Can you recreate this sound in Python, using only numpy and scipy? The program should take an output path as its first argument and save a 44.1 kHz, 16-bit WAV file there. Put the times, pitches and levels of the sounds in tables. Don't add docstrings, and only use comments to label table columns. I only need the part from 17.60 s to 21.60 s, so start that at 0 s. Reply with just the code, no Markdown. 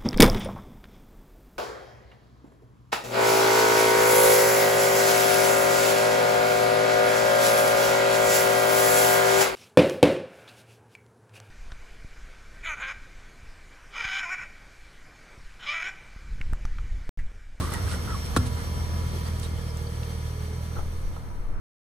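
import sys
import numpy as np
from scipy import signal
from scipy.fft import rfft, irfft, next_fast_len
from scipy.io import wavfile
from scipy.ndimage import map_coordinates

SR = 44100
rng = np.random.default_rng(int(sys.argv[2]) if len(sys.argv) > 2 else 0)


def wrap_up_sound(samples):
    columns = np.atleast_2d(samples).T
    tamed = np.clip(columns, -1, 1)
    steps = np.round(tamed * 32767).astype(np.int16)
    wavfile.write(sys.argv[1], SR, steps)


N = 176400

# f/Hz, relative level/dB
JUICE_TONE = [(500, -36), (2500, 3.5), (4000, 4), (7000, -2.5), (8500, 4), (10500, 1.5), (14000, -26),
              (15200, -43)]
JUICE_PAN_DB = -3.5


def amp(db):
    return 10 ** (np.asarray(db) / 20)


def unit(x):
    return x / np.sqrt(np.mean(x ** 2) + 1e-20)


def clock():
    return np.arange(N) / SR


def along(points, hz):
    f, v = np.transpose(points)
    return np.interp(np.log(hz + 1), np.log(f + 1), v)


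def curves(rows):
    times, *columns = np.transpose(rows)
    return [np.interp(clock(), times, column) for column in columns]


def wobble(rate):
    return map_coordinates(rng.standard_normal(8192), [clock() * rate], mode="wrap")


def filtered(x, response):
    size = next_fast_len(N + SR // 2)
    return irfft(rfft(x, size) * response(np.fft.rfftfreq(size, 1 / SR)), size)[..., :N]


def colour(x, tone):
    return unit(filtered(x, lambda hz: amp(along(tone, hz))))


def ring(x, resonances):
    def response(f):
        return sum((-1) ** k * amp(db) * 1j * f * width / (hz * hz - f * f + 1j * f * width)
                   for k, (hz, width, db) in enumerate(resonances))
    return unit(filtered(x, response))


def band(x, hz, width):
    peak = [(hz, width * hz, 0)]
    return ring(ring(x, peak), peak)


def spread(pair):
    # f/Hz, likeness (1 = the same)
    likeness = [(60, 0.71), (250, 0.76), (500, 0.3), (1100, 0.14), (2200, 0.19), (8000, 0.27)]

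    def shares(hz):
        angle = np.arccos(np.clip(along(likeness, hz), -1, 1)) / 2
        return np.array([np.cos(angle), np.sin(angle)])
    mid, side = filtered(pair, shares)
    return np.array([mid + side, mid - side])


def noise():
    return spread(rng.standard_normal((2, N)))


def grains(per_s):
    return spread((rng.random((2, N)) < per_s / SR) * rng.standard_normal((2, N)))


def pan(db):
    return amp(np.array([[db], [-db]]) / 2)


def swell(at, length):
    return np.exp(-2 * ((clock() - at) / length) ** 2)


def decay(start, t60, attack=0.0004):
    age = np.clip(clock() - start, 0, 4 * t60)
    rise = 1 - np.exp(-np.minimum(age / attack, 20))
    return rise * np.exp(-np.log(1000) * age / t60)


def ping(start, hz, t60, attack=0.0004):
    return decay(start, t60, attack) * np.sin(2 * np.pi * hz * (clock() - start))


def phase(hz):
    return 2 * np.pi * np.cumsum(hz) / SR


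def engine():
    # t/s, f/Hz
    firing_rate = [(0, 40.27), (.65, 39.98), (1.25, 40.67), (1.6, 40.44), (2, 39.53), (2.35, 38.6),
                   (2.65, 39.11), (3.1, 40.11), (4, 39.96)]
    # t/s, overall gain/dB, extra gain above twice the firing rate/dB
    loudness = [(0, -0.5, -15), (.9, -2.5, 1), (1.3, 1, -1), (2, 0.5, -0.5), (2.6, -1, 3),
                (3.2, -1.5, -1.5), (3.6, -8.5, 2), (4, -15, -9)]
    # multiple of the firing rate, level before those gains/dB
    hum_tones = [(1, -40.5), (1.5, -53), (2, -32.5), (2.5, -49.5), (3, -39.5), (4, -46), (4.5, -55),
                 (5, -51.5), (6, -64.5), (9, -62), (11.5, -60.5)]
    # f/Hz, relative level/dB
    exhaust_tone = [(25, -44), (45, -14), (62, -1.5), (100, 0.5), (190, -3.5), (270, -19), (500, -11.5),
                    (640, -17), (740, -31.5), (860, -23.5), (1100, -25.5), (1700, -43), (4000, -68),
                    (15000, -80)]
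    gain_db, upper_db = curves(loudness)
    firing = phase(curves(firing_rate)[0] * (1 + .003 * wobble(14)))
    hum = 0
    for multiple, db in hum_tones:
        level = np.sqrt(2) * amp(db + (multiple > 2) * upper_db + .9 * wobble(12))
        hum += level * np.sin(multiple * firing + rng.uniform(0, 2 * np.pi))
    throb = 1 + .55 * np.cos(firing)
    exhaust = amp(-41) * colour(noise(), exhaust_tone) * throb
    return (hum + exhaust) * amp(gain_db) * pan(-1.65)


def wheel_arch(x, t60=.04):
    t = np.arange(SR // 20) / SR
    echoes = rng.standard_normal(len(t)) * np.exp(-np.log(1000) * t / t60)
    return signal.fftconvolve(x, echoes[None], axes=1)[:, :N]


def whines():
    # t/s, f/Hz, level/dB
    tracks = [
        [(0, 5530, -55), (.65, 5515, -50.5), (1, 5590, -58), (1.3, 5620, -54), (1.55, 5580, -59),
         (2.1, 5340, -57), (2.3, 5148, -79)],
        [(2.05, 5797, -93), (2.17, 5840, -62), (2.5, 5855, -59.5), (2.8, 5855, -60), (3.2, 5889, -60),
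         (4, 5850, -75)],
        [(0, 986, -66), (.8, 976, -50.5), (1.4, 985, -49), (2, 970, -57.5), (3.4, 980, -55.5), (4, 970.3, -65)],
        [(0, 465, -56), (1, 461.6, -51.5), (1.5, 469.8, -53.5), (1.9, 464.8, -56), (2.2, 470.4, -50.5),
         (2.55, 463, -48), (2.8, 473, -62), (4, 468.6, -64.5)],
        [(2.45, 415, -90), (2.65, 417, -63), (2.8, 427, -47.5), (2.95, 426.4, -45.5), (3.08, 425, -98)],
        [(0, 9450, -67), (3.2, 9500, -72.5), (4, 9440, -85)],
        [(1.5, 9990, -82), (2.3, 9990, -68), (3.2, 9990, -77), (4, 9990, -83)],
    ]
    out = np.zeros(N)
    for hz, db in map(curves, tracks):
        level = np.sqrt(2) * amp(db + 2.3 * wobble(15))
        out += level * np.sin(phase(hz * (1 + 0.00155 * wobble(50))))
    return out


def engine_bay(left_lag_s=0.0002972):
    # f/Hz, relative level/dB
    hiss_tone = [(200, 0), (900, -1), (1450, 1.5), (1900, 2), (2700, -2), (3500, -3), (4700, -4),
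                 (6200, -2), (7400, -10), (8400, 1.5), (9300, -4), (10400, -0.5), (11500, -4.5),
                 (13600, -0.5), (14400, -34), (15200, -37)]
    # t/s, level/dB
    hiss_level = [(0, -47), (.6, -47.5), (1.6, -49), (2.1, -52), (3.1, -53), (3.5, -57), (3.8, -62.5),
                  (4, -69.5)]
    # f/Hz, level against the direct hiss/dB
    echo_share = [(1000, -1), (2500, 6), (4400, 4.5), (8000, 1.5), (10200, -9.5), (14000, -42)]
    # f/Hz, width/Hz, relative level/dB
    metal_parts = [(833, 28, 7.5), (1158, 23, 10), (1310, 79, 5.5), (1850, 70, 3), (2267, 210, -5),
                   (2485, 68, -1), (3107, 53, 4.5), (3375, 150, 1), (4210, 70, -23), (4600, 270, 0),
                   (8400, 530, -10)]
    # t/s, level against the direct hiss/dB
    metal_share = [(0, -6), (1.8, -0.5), (2.6, -0.5), (4, -9)]
    level = amp(curves(hiss_level)[0] + 0.81 * wobble(25.04))
    hiss = level * colour(rng.standard_normal(N), hiss_tone)
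    echoes = colour(wheel_arch(noise()), hiss_tone)
    scattered = level * filtered(echoes, lambda hz: amp(along(echo_share, hz)))
    metal = level * amp(curves(metal_share)[0]) * ring(noise(), metal_parts)
    right = hiss + whines()
    left = filtered(right, lambda hz: np.exp(-2j * np.pi * hz * left_lag_s))
    return (np.array([left, right]) + scattered + metal) * pan(-1)


def tyre():
    # t/s, level/dB
    rumble_level = [(0, -32), (.4, -32.5), (.7, -31.5), (.85, -32), (1, -36), (1.22, -33), (1.45, -36),
                    (2, -40.5), (3, -57), (4, -44)]
    # f/Hz, relative level/dB
    rumble_tone = [(25, -55), (55, 8.5), (110, 1.5), (200, -6), (330, -14.5), (700, -19.5), (1300, -19),
                   (2200, -40), (15000, -89)]
    # t/s, length/s, level/dB, f/Hz
    bumps = [(0.016, 0.044, -35, 280), (1.162, 0.04, -63, 250), (1.552, 0.046, -40, 320),
             (3.179, .05, -47.5, 393), (3.984, 0.057, -52, 1192)]
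    # t/s, level/dB
    drops = [(0.774, -26.5), (1.546, -40)]
    rumble = amp(curves(rumble_level)[0] + 1.4 * wobble(16)) * colour(noise(), rumble_tone)
    scuffs = sum(amp(db) * swell(at, length) * band(noise(), hz, width=0.66)
                 for at, length, db, hz in bumps)
    hollow_ring = sum(amp(db) * ping(at, hz=246, t60=0.57, attack=0.0089) for at, db in drops)
    return rumble + scuffs + hollow_ring


def open_air():
    # f/Hz, relative level/dB
    air_tone = [(30, 2), (150, -2.5), (300, -3), (560, -6.5), (730, -7.5), (900, -8), (1350, -8.5),
                (1700, -16), (2300, -18), (5000, -51), (15000, -47)]
    return amp(-47.5) * colour(noise(), air_tone)


def squeaks(roughness=.03):
    # t/s, f/Hz, level/dB
    glides = [
        [(0, 1000, -38), (.035, 1175, -41), (.07, 1130, -47)],
        [(.125, 1940, -58), (.15, 1920, -39), (.195, 1950, -58)],
        [(.485, 1323, -50), (.5, 1340, -37.5), (.535, 1298, -42.5), (.557, 1145, -39), (.578, 1110, -53)],
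    ]
    out = np.zeros(N)
    for glide in glides:
        hz, db = curves(glide)
        sliding = (clock() > glide[0][0]) & (clock() < glide[-1][0])
        level = sliding * np.sqrt(2) * amp(db + 3.0 * wobble(197.2))
        out += level * np.sin(phase(hz * (1 + roughness * wobble(400))))
    return out


def pulp():
    # t/s, length/s, squelch level/dB, spray level/dB
    squeezes = [(0.014, 0.092, -36.5, -42.5), (0.135, 0.033, -37.5, -42), (0.175, 0.073, -41.5, -49),
                (0.319, 0.072, -39.5, -41.5), (0.512, .1, -48, -50.5), (0.664, 0.021, -63, -45),
                (0.873, 0.028, -46, -42), (0.997, .06, -47.5, -50.5), (1.675, 0.041, -43.5, -50),
                (1.843, 0.034, -53, -45)]
    # f/Hz, width/Hz, relative level/dB
    rind = [(253, 130, -1), (510, 120, -1.5), (938, 116, -3.5), (1174, 190, -1.5), (1400, 300, 0),
            (1978, 57, 0.5)]
    # t/s, level/dB, f/Hz
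    seeds = [(.137, -28, 9000), (1.678, -40, 7500), (1.797, -34, 7000), (1.831, -34, 4000),
             (2.171, -37, 7490), (2.226, -43, 7010), (2.432, -35.5, 2465)]
    squelch_level = sum(amp(db) * swell(at, length) for at, length, db, _ in squeezes)
    spray_level = sum(amp(db) * swell(at, length) for at, length, _, db in squeezes)
    tick_noise = noise()
    ticks = sum(amp(db) * decay(at, t60=0.017) * band(tick_noise, hz, width=1) for at, db, hz in seeds)
    spray = spray_level * colour(grains(per_s=3700), JUICE_TONE)
    squelch = squelch_level * amp(3.3 * wobble(60.7)) * ring(grains(per_s=700), rind)
    return squelch + (spray + ticks) * pan(JUICE_PAN_DB)


def creaks(roughness=.07):
    # t/s, level/dB, f/Hz
    slips = [(.021, -29, 1100), (.089, -26.5, 1260), (.119, -30.5, 1120), (.121, -31.5, 820),
             (.138, -29, 980), (0.156, -32, 980), (.18, -29, 1330), (0.238, -34, 1080), (.275, -34, 1480),
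             (.295, -32, 1450), (.314, -29, 1350), (.334, -29.5, 1460), (.475, -32, 1350)]
    angle_per_hz = phase(1 + roughness * wobble(351.5))
    return sum(amp(db) * decay(at, t60=.05, attack=0.0014) * np.sin(hz * angle_per_hz)
               for at, db, hz in slips)


def crack(at=.7635):
    # delay/s, f/Hz, level/dB, t60/s
    break_tones = [(.0004, 3880, -12.5, 0.0038), (.0016, 1260, -5.5, 0.01), (.0016, 826, -18, .022),
                   (.005, 1096, -14, 0.015), (.0086, 1380, -20.5, 0.039), (.0045, 492, -30, .07),
                   (.0045, 305, -10.5, 0.027), (.008, 245.3, -22, 0.072), (.008, 155, -17, .11)]
    # f/Hz, relative level/dB
    snap_tone = [(150, -12), (600, 4), (1500, 8), (2100, -18), (4000, -8), (6000, -12), (14000, -22)]
    # t/s, level/dB
    landings = [(0.7787, -16), (0.7889, -16.5), (0.8184, -14.5)]
    body = sum(amp(db) * ping(at + delay, hz, t60) for delay, hz, db, t60 in break_tones)
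    snap = amp(-17) * decay(at, t60=.036) * colour(noise(), snap_tone)
    burst_level = amp(-29.5) * swell(at + 0.0075, length=.012) * (clock() > at)
    burst = burst_level * colour(grains(per_s=3500), JUICE_TONE)
    thumps = sum(amp(db) * ping(start, hz=91.6, t60=0.086, attack=0.0018) for start, db in landings)
    click = amp(-14.5) * decay(at, t60=0.0026, attack=.0001) * colour(noise(), JUICE_TONE)
    direct = click + body + thumps + snap + burst * pan(JUICE_PAN_DB)
    yard = noise() * decay(start=0.0063, t60=.22)
    echo = signal.fftconvolve(direct, yard / np.linalg.norm(yard[0]), axes=1)[:, :N]
    return direct + amp(-14) * echo


def spits():
    # t/s, length/s, level/dB, f/Hz
    jets = [(1.667, .015, -50, 4600), (1.836, 0.0074, -52, 8300), (1.853, .012, -48, 3740),
            (1.979, .012, -52, 3100), (2.082, 0.0077, -54, 3080), (2.1, .022, -53, 5200),
            (2.272, 0.0061, -43, 4450)]
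    rush = noise()
    out = sum(amp(db) * swell(at, length) * band(rush, hz, width=.09) for at, length, db, hz in jets)
    return out * pan(JUICE_PAN_DB)


def crunches():
    # t/s, level/dB
    bursts = [(3.117, -44), (3.156, -37), (3.166, -39), (3.18, -36), (3.189, -39), (3.209, -44),
              (3.563, -38.5)]
    # f/Hz, width/Hz, relative level/dB
    grit = [(481.4, 90, 1.5), (820, 77, 1.5), (991.3, 120, -5), (1300, 194, -1)]
    level = sum(amp(db) * decay(at, t60=.085, attack=.002) for at, db in bursts)
    return level * ring(grains(per_s=6000), grit)


def breeze():
    # t/s, level/dB
    gusts = [(0, -78), (3.05, -67), (3.2, -28.5), (3.35, -36), (3.47, -28), (3.57, -39), (3.73, -28),
             (4, -25)]
    # f/Hz, relative level/dB
    wind_tone = [(5, 2.5), (15, -7), (28, 0), (50, -30), (120, -31), (400, -51), (2000, -90)]
    return amp(curves(gusts)[0]) * colour(noise(), wind_tone)


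def scene():
    car = engine() + engine_bay() + tyre()
    crushing = pulp() + squeaks() + creaks() + spits() + crunches() + crack()
    return car + crushing + open_air() + breeze()


def record(dry, top_hz=15700):
    return filtered(dry, lambda hz: hz < top_hz)


dry = scene()
out = record(dry)
wrap_up_sound(out)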